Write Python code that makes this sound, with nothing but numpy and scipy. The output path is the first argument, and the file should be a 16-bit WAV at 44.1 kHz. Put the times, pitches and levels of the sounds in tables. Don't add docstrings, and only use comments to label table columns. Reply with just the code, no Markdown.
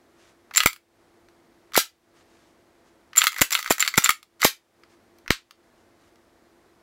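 import sys
import numpy as np
from scipy import signal
from scipy.fft import rfft, irfft
from scipy.io import wavfile
from scipy.ndimage import uniform_filter1d, minimum_filter1d

SR = 44100
rng = np.random.default_rng(int(sys.argv[2]) if len(sys.argv) > 2 else 0)


def generate_wav(sig):
    pcm = np.round(np.clip(np.atleast_2d(sig).T, -1, 1) * 32767).astype(np.int16)
    wavfile.write(sys.argv[1], SR, pcm)


N = 300762
HIT = np.arange(4096) / SR

# f/Hz, level/dB
FAN_SPECTRUM = [(15, -40.5), (25, -17.5), (80, -10.5), (130, -15.5), (309, -8.5), (344, -4.5), (373, -9.5),
                (516, -11), (677, -13.5), (734, -14), (2110, -21.5), (2690, -28.5), (4250, -29),
                (11900, -38.5), (16000, -45)]
# f/Hz, level/dB, waver/Hz
FAN_TONES = [(341, -67.5, 1.6), (682, -75, 7.1), (238, -75.5, 5.9), (97.5, -79, 2.4)]
# t/s, length/s, level/dB
RUSTLES = [(.14, 0.22, -61.5), (2.13, .12, -63), (2.2, 0.38, -66.5), (2.84, 0.071, -66.5),
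           (4.88, 0.088, -64), (5.72, .14, -72), (5.97, 0.16, -67.5)]
# f/Hz, level/dB
GLOVE_SPECTRUM = [(200, -14), (1200, 11.5), (3500, 6), (7000, 3), (11000, -7.5), (16000, -22)]
# f/Hz, width/Hz, height/dB
FRAME_MODES = [(1288, 170, 4.5), (2020, 190, 7), (2226, 240, 2.5), (3330, 76, 2.5), (4490, 53, 8),
               (6050, 230, 2), (7400, 920, 6.5), (10580, 630, 4), (11880, 540, 4.5), (13800, 140, 5),
               (14550, 890, 5)]
# f/Hz, level/dB
STEEL_SPECTRUM = [(60, -45.5), (300, -27), (700, -15.5), (950, -7.5), (1200, .5), (1700, -1), (3000, -3),
                  (4300, -3.5), (6500, -8), (9000, -11.5), (12000, -11.5), (16000, -11)]
# t/s, level/dB, mids over lows/dB, treble over lows/dB
TICKS = [(.5108, -42, -13.5, -28), (.731, -30, 4, 4), (0.762, -38, -2, -5), (1.2866, -59, -3, -15),
         (1.7207, -49, -9, -15.5), (3.132, -43, -3.5, -23.5), (4.229, -38.6, 2, -4.5),
         (4.8351, -52.5, -4.5, -21.1), (5.1855, -60, 6.5, 3), (5.2616, -48, -17, -24),
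         (5.279, -34, -6, -21), (5.5092, -38.5, 1.5, -8.5), (6.1577, -63, 1, -10)]
# f/Hz, level/dB, t60/s
SPRING_MODES = [(10600, 0.5, 0.044), (11196, 1, .11), (11901, 2.5, .06), (13100, 5, .08),
                (14527, -1.5, .07)]
# t/s, level/dB, f/Hz, t60/s
ZINGS = [(0.659, -17, 14330, .11)]
# f/Hz, level/dB
WALL_SPECTRUM = [(100, -9), (500, -6.5), (800, -8.5), (1300, -3.5), (2500, -1.5), (5000, 0.5), (8000, 1),
                 (12000, -1), (16000, 0)]
# f/Hz, t60/s
ROOM_T60 = [(200, 0.1), (800, 0.14), (2000, .17), (5500, .16), (10000, .15), (15000, .13)]
# delay/s, level/dB
ECHOES = [(.0072, -9.5), (.0112, -11), (0.0161, -13.5)]
# t/s, length/s, rubbing/dB, rattle/dB
STROKES = [(.534, .024, -47.5, -45.5), (0.562, 0.1, -27, -25.5), (1.735, 0.033, -38.5, -40.5),
           (3.169, .1, -23, -21.5), (3.31, 0.095, -40.5, -30.5), (3.521, 0.11, -25, -29),
           (3.64, .06, -41, -34), (3.79, .085, -29.5, -25), (3.894, 0.065, -48.5, -39),
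           (4.019, 0.073, -25, -25), (4.396, .02, -43.5, -50.5), (4.413, .035, -29, -32.5)]
# t/s, level/dB, mids over lows/dB, treble over lows/dB
CLACKS = [(0.5493, -32.5, 3.5, -18), (0.6343, -14.5, -6.5, -7), (1.7448, -33, 11, 1), (1.7643, -9, 4, 3),
          (3.155, -36, -13.5, -26), (3.1615, -22.5, -1.5, 1.5), (3.24, -9.5, -2.5, -1),
          (3.3843, -21, -6, -6), (3.392, -19.5, -5.5, -29.5), (3.507, -19, 1, -1.5), (3.545, -18.5, 0, 6.5),
          (3.6771, -23, -3, -12), (3.723, -13, 10.5, 12), (3.782, -21.5, -6.5, -10), (3.852, -24, -8, -17),
          (3.957, -27.5, 4.5, -2.5), (4.4183, -14, 2.5, -5.5), (4.4368, -13.5, 1.5, 0)]
# f/Hz, level/dB, t60/s
BARREL_MODES = [(7264, -2, 0.06), (7050, -9.5, 0.036), (7530, -7.5, 0.036), (7700, -18, 0.043),
                (10440, -20.5, 0.073), (11770, -13.5, 0.037), (13100, -15.5, 0.033), (15500, -22.5, .035)]
# t/s, level/dB, ring/dB, lead of the lug's touch/s, that touch/dB, seating/dB
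UNLOCKS = [(0.5712, -9.5, -2, 0.011, -15.5, -6), (3.1788, -12, 3, 0.008, -13.5, -11),
           (3.5257, -11.5, -16, 0.0063, -18.5, -14.5), (3.804, -12.5, -6.5, 0.0075, -21, -16.5),
           (4.0438, -14, -4.5, .0047, -17, -13.5)]
# t/s, level/dB
COCKS = [(0.6044, -7.5), (3.218, -7.5), (3.552, -8), (3.8257, -9), (4.06, -10)]
# f/Hz, level/dB
COCK_SPECTRUM = [(60, -43.5), (400, -22), (900, -13.5), (1300, 2), (1800, -1), (3000, 2.5), (4200, -2.5),
                 (5200, -13.5), (7000, -15), (10000, -19.5), (13000, -23), (16000, -19)]
# t/s, level/dB, mids over lows/dB, treble over lows/dB, bounce delay/s
REAR_STOPS = [(.6595, -1, -9, -9, 0.011), (3.269, -4, -1.5, -9.5, 0.0076), (3.59, -19.5, -10, -10, .013),
              (3.877, -9.5, 1.5, -9.5, 0.0064), (4.092, -1, -8, -9, 0.013)]
# t/s, level/dB, lower edge/Hz, upper edge/Hz
THUDS = [(0.6596, -9, 20, 620), (1.7772, -4.5, 350, 785), (3.4154, -12, 14, 446), (3.708, -6, 240, 838),
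         (3.9795, -8.5, 120, 300), (4.0921, -29.5, 30, 377), (4.4509, 1, 220, 1053), (5.3062, -8, 20, 444)]
# t/s, level/dB
BUMPS = [(1.755, -10), (3.364, -21.5), (3.6608, -18), (3.94, -15.5), (4.429, -7.5)]
# t/s, level/dB, mids over lows/dB, treble over lows/dB, ring/dB, chatter/s,
# room send/dB, barrel pickup/dB
SLAMS = [(1.7741, -6, 2, 1, -19, 0.0055, -1.5, -17), (3.4158, -2.5, -2.8, -2.3, -11, 0.0055, -11, -14),
         (3.7054, -7, -4.5, -3.5, -13.5, 0.0087, -10, -23),
         (3.9764, -2.5, -3.5, -4.5, -14, 0.0067, -12, -22.5),
         (4.4458, -3.5, 1, 0.5, -16, 0.0068, -4, -18.5)]
# f/Hz, level/dB
LOCKED_SPECTRUM = [(60, -25.5), (300, -8.5), (700, -5.5), (1000, -4), (1400, -0.5), (2200, -1), (3200, 2),
                   (4500, -0.5), (6500, -2.5), (9000, -11), (12000, -4), (16000, -12)]
# t/s, level/dB, room send/dB
DRY_FIRE = [(5.3041, -22, -20.5), (5.306, -2.5, -10.5)]
# f/Hz, level/dB
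SNAP_SPECTRUM = [(100, -18), (500, -12.5), (730, -13), (1050, 2.5), (2000, 2.5), (2900, 0), (4100, 0.5),
                 (5400, -6), (8500, -11), (10000, -18.5), (13000, -12), (16000, -22)]


def amp(db):
    return 10 ** (np.asarray(db) / 20)


def unit_rms(x):
    return x / np.sqrt(np.mean(x ** 2) + 1e-20)


def packet(x):
    return x / np.sqrt(np.sum(x ** 2) / (SR / 100) + 1e-20)


def curve(points, hz):
    f, value = np.transpose(points)
    return np.interp(np.log(hz + 1), np.log(f + 1), value)


def add(mix, s, sound):
    part = mix[round(s * SR):][:len(sound)]
    part += sound[:len(part)]


def noise(colour):
    return unit_rms(irfft(rfft(rng.standard_normal(N)) * colour(np.fft.rfftfreq(N, 1 / SR)), N))


def causal(colour, size=4096):
    cepstrum = irfft(np.log(np.maximum(colour(np.fft.rfftfreq(size, 1 / SR)), 1e-4)))
    folded = np.r_[cepstrum[0], 2 * cepstrum[1:size // 2]]
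    return irfft(np.exp(rfft(folded, size)))[:size // 2]


def fan():
    hum = np.zeros(N)
    for pitch_hz, db, waver_hz in FAN_TONES:
        drift = noise(lambda hz: 1 / (1 + (hz / 8) ** 2))
        hum += amp(db) * unit_rms(np.sin(2 * np.pi * np.cumsum(pitch_hz + waver_hz * drift) / SR))
    return hum + amp(-61.1) * noise(lambda hz: amp(curve(FAN_SPECTRUM, hz)))


def rubbing(strokes, response, grain_db):
    pressure = np.zeros(N)
    for s, length, db, *_ in strokes:
        add(pressure, s, amp(db) * signal.windows.tukey(int(length * SR), .7))
    grains = amp(grain_db * unit_rms(uniform_filter1d(rng.standard_normal(N), size=90)))
    return pressure * unit_rms(signal.oaconvolve(grains * rng.standard_normal(N), response)[:N])


def glove():
    return rubbing(RUSTLES, causal(lambda hz: amp(curve(GLOVE_SPECTRUM, hz))), grain_db=1.5)


def frame(spectrum, resonance_db, detune=0.012):
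    shifts, shares_db = rng.standard_normal((2, len(FRAME_MODES)))

    def colour(hz):
        peaks = 0
        for (f, width, db), shift, share_db in zip(FRAME_MODES, shifts, shares_db):
            off_centre = 2 * (hz - f * (1 + detune * shift)) / width
            peaks += amp(db + resonance_db + share_db) / (1 + off_centre ** 2)
        return amp(curve(spectrum, hz)) * np.hypot(1, peaks)
    return causal(colour)


def touch(chatter_s, rattle_db):
    chatter = packet(rng.standard_normal(len(HIT)) * np.exp(-HIT / chatter_s))
    return packet(signal.unit_impulse(len(HIT))) + amp(rattle_db) * chatter


def strike(force, response, mid_db, treble_db):
    body = signal.fftconvolve(force, response)[:len(HIT)]
    hz, power = np.fft.rfftfreq(len(HIT), 1 / SR), abs(rfft(body)) ** 2
    bands_hz = [(900, 2600), (2600, 6600), (8200, 16000)]
    bands_db = [10 * np.log10(power[(hz > a) & (hz < b)].mean() * (b - a)) for a, b in bands_hz]
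    low, mid, treble = np.array([0, mid_db, treble_db]) - bands_db
    hardness = [(2200, 0), (3000, mid - low), (6000, mid - low), (9000, treble - low)]
    tilt = causal(lambda hz: amp(curve(hardness, hz)))
    return packet(signal.fftconvolve(body, tilt)[:len(HIT)])


def contact(db, mid_db, treble_db, chatter_s, resonance_db=1):
    force = touch(chatter_s, rattle_db=11.5)
    return amp(db) * strike(force, frame(STEEL_SPECTRUM, resonance_db), mid_db, treble_db)


def ticks():
    out = np.zeros(N)
    for s, db, mid_db, treble_db in TICKS:
        add(out, s, contact(db, mid_db, treble_db, chatter_s=0.0028, resonance_db=-13.5))
    return out


def spring(knocks):
    response = np.zeros(len(HIT))
    for hz, db, t60 in SPRING_MODES:
        unity_peak = 2 * np.log(1000) / (t60 * SR)
        response += unity_peak * amp(db - 60 * HIT / t60) * np.cos(2 * np.pi * hz * HIT)
    out = signal.oaconvolve(knocks, response)[:N]
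    for s, db, hz, t60 in ZINGS:
        add(out, s, amp(db) * packet(amp(-60 * HIT / t60) * np.sin(2 * np.pi * hz * HIT)))
    return out


def room(x, echo_db, build_s=0.0075):
    t = np.arange(SR // 2) / SR
    hz, when, bins = signal.stft(rng.standard_normal(len(t)), SR, nperseg=256)
    bins *= amp(curve(WALL_SPECTRUM, hz)[:, None] - 60 * when / curve(ROOM_T60, hz)[:, None])
    tail = signal.istft(bins, SR, nperseg=256)[1][:len(t)]
    tail *= 1 - np.exp(-(t / build_s) ** 4)
    tail /= np.linalg.norm(tail)
    for s, db in ECHOES:
        add(tail, s, amp([db + echo_db]))
    return signal.fftconvolve(x, tail)[:N]


def rails(count=7, size_db=3, colour_db=2):
    out = rubbing(STROKES, frame(STEEL_SPECTRUM, resonance_db=0.5), grain_db=3.5)
    for s, length, _, rattle_db in STROKES:
        times = s + length * (np.arange(count) + rng.random(count)) / count
        for at, (size, mid, treble) in zip(times, rng.standard_normal((count, 3))):
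            mid_db, treble_db = colour_db * mid - 1.7, colour_db * treble - 8
            add(out, at, contact(rattle_db + size_db * size, mid_db, treble_db, chatter_s=0.0022))
    return out


def clacks():
    out = np.zeros(N)
    for s, db, mid_db, treble_db in CLACKS:
        add(out, s, contact(db, mid_db, treble_db, chatter_s=0.0023))
    return out


def barrel():
    ring = np.zeros(len(HIT))
    for hz, db, t60 in BARREL_MODES:
        decay = amp(db + 2 * rng.standard_normal() - 60 * HIT / t60)
        ring += decay * np.sin(2 * np.pi * (hz * HIT + rng.random()))
    return packet(ring)


def pulls(seat_s=0.007, bounce_db=-10):
    knocks, ring = np.zeros((2, N))
    for s, db, ring_db, lead_s, lug_db, seat_db in UNLOCKS:
        add(knocks, s - lead_s, contact(lug_db, mid_db=-2.5, treble_db=-6, chatter_s=0.0045))
        add(ring, s - lead_s, amp(lug_db + 0.5) * barrel())
        add(knocks, s, contact(db, mid_db=2.5, treble_db=0, chatter_s=0.004))
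        add(ring, s, amp(ring_db) * barrel())
        add(knocks, s + seat_s, contact(seat_db, mid_db=3.5, treble_db=-8, chatter_s=0.0038))
    for s, db in COCKS:
        force = touch(chatter_s=0.0046, rattle_db=-2)
        click = signal.fftconvolve(force, frame(COCK_SPECTRUM, resonance_db=-3.5))
        add(knocks, s, amp(db + 2.4) * packet(click))
    for s, db, mid_db, treble_db, bounce_s in REAR_STOPS:
        add(knocks, s, contact(db, mid_db, treble_db, chatter_s=0.0029))
        add(knocks, s + bounce_s, contact(db + bounce_db, mid_db=0.3, treble_db=-3, chatter_s=0.004))
    return knocks, ring


def thuds(deep_push_db=-15.5):
    out = np.zeros(N)
    for s, db, low_hz, high_hz in THUDS:
        def band(hz):
            highpass = hz ** 2 / np.hypot(hz ** 2, low_hz ** 2)
            return np.hypot(amp(deep_push_db), highpass) / np.hypot(1, (hz / high_hz) ** 3)
        add(out, s, amp(db) * packet(causal(band)))
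    return out


def releases(lead_s=0.0051):
    knocks, ring = np.zeros((2, N))
    for s, db in BUMPS:
        add(knocks, s, contact(db, mid_db=-12.5, treble_db=-22.5, chatter_s=0.0041))
    for s, *_, pickup_db in SLAMS:
        add(knocks, s - lead_s, contact(pickup_db, mid_db=-2.5, treble_db=-4, chatter_s=0.0016))
        add(ring, s - lead_s, amp(pickup_db - 4.5) * barrel())
    return knocks, ring


def slams():
    close, send = np.zeros((2, N))
    tap = packet(signal.unit_impulse(len(HIT)))
    for s, db, mid_db, treble_db, ring_db, chatter_s, room_db, _ in SLAMS:
        grind = rng.standard_normal(len(HIT)) * np.exp(-(HIT / (1.7 * chatter_s)) ** 4)
        damped = frame(LOCKED_SPECTRUM, resonance_db=-9)
        add(close, s, amp(db + 1.93) * strike(grind, damped, mid_db, treble_db))
        add(close, s, amp(ring_db + 3) * barrel())
        radiated = strike(tap + 1.5 * packet(grind), damped, mid_db, treble_db)
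        add(send, s + chatter_s / 2, amp(db + room_db + 1.5) * radiated)
    return close, send


def dry_fire():
    close, send = np.zeros((2, N))
    for s, db, room_db in DRY_FIRE:
        snap = frame(SNAP_SPECTRUM, resonance_db=-17)
        force = touch(chatter_s=0.0018, rattle_db=0.5)
        add(close, s, amp(db) * packet(signal.fftconvolve(force, snap)))
        add(send, s, amp(db + room_db) * packet(snap))
    return close, send


def scene():
    knocks, ring = np.add(pulls(), releases())
    knocks = knocks + clacks() + ticks() + rails()
    action = knocks + spring(knocks)
    blows, send = np.add(slams(), dry_fire())
    close = action + ring + blows + thuds() + glove()
    reverb = amp(-13.5) * room(action + amp(-7) * ring, echo_db=2.5) + room(send, echo_db=-15)
    return (close + reverb + fan())[None]


def record(dry, threshold_db=-27, depth_db=10, hold_s=0.18, release_s=0.15, ceiling=0.92,
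           low_cut_hz=20, high_cut_hz=15900):
    power_db = 10 * np.log10(abs(uniform_filter1d(dry[0] ** 2, size=300)) + 1e-12)
    over_db = np.clip(power_db - threshold_db, 0, depth_db)
    hold = int(hold_s * SR)
    held_db = -minimum_filter1d(-over_db, hold, origin=(hold - 1) // 2, mode="constant")
    recovery_db = np.arange(N) / SR * depth_db / release_s
    duck_db = np.maximum.accumulate(held_db + recovery_db) - recovery_db
    ducked = dry[0] * amp(-uniform_filter1d(duck_db, size=100))
    hiss = amp(-74) * noise(lambda hz: 1 / np.hypot(1, hz / 3500))
    slope = (np.fft.rfftfreq(N, 1 / SR) / low_cut_hz) ** 4
    highpassed = irfft(rfft(ducked + hiss) * slope / (1 + slope), N)
    limiter_gain = minimum_filter1d(ceiling / np.maximum(abs(highpassed), ceiling), size=21)
    limited = highpassed * uniform_filter1d(limiter_gain, size=21)
    lowpass = signal.firwin(401, high_cut_hz, window=("kaiser", 8), fs=SR)
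    return signal.oaconvolve(limited, lowpass, "same")[None]


dry = scene()
out = record(dry)
generate_wav(out)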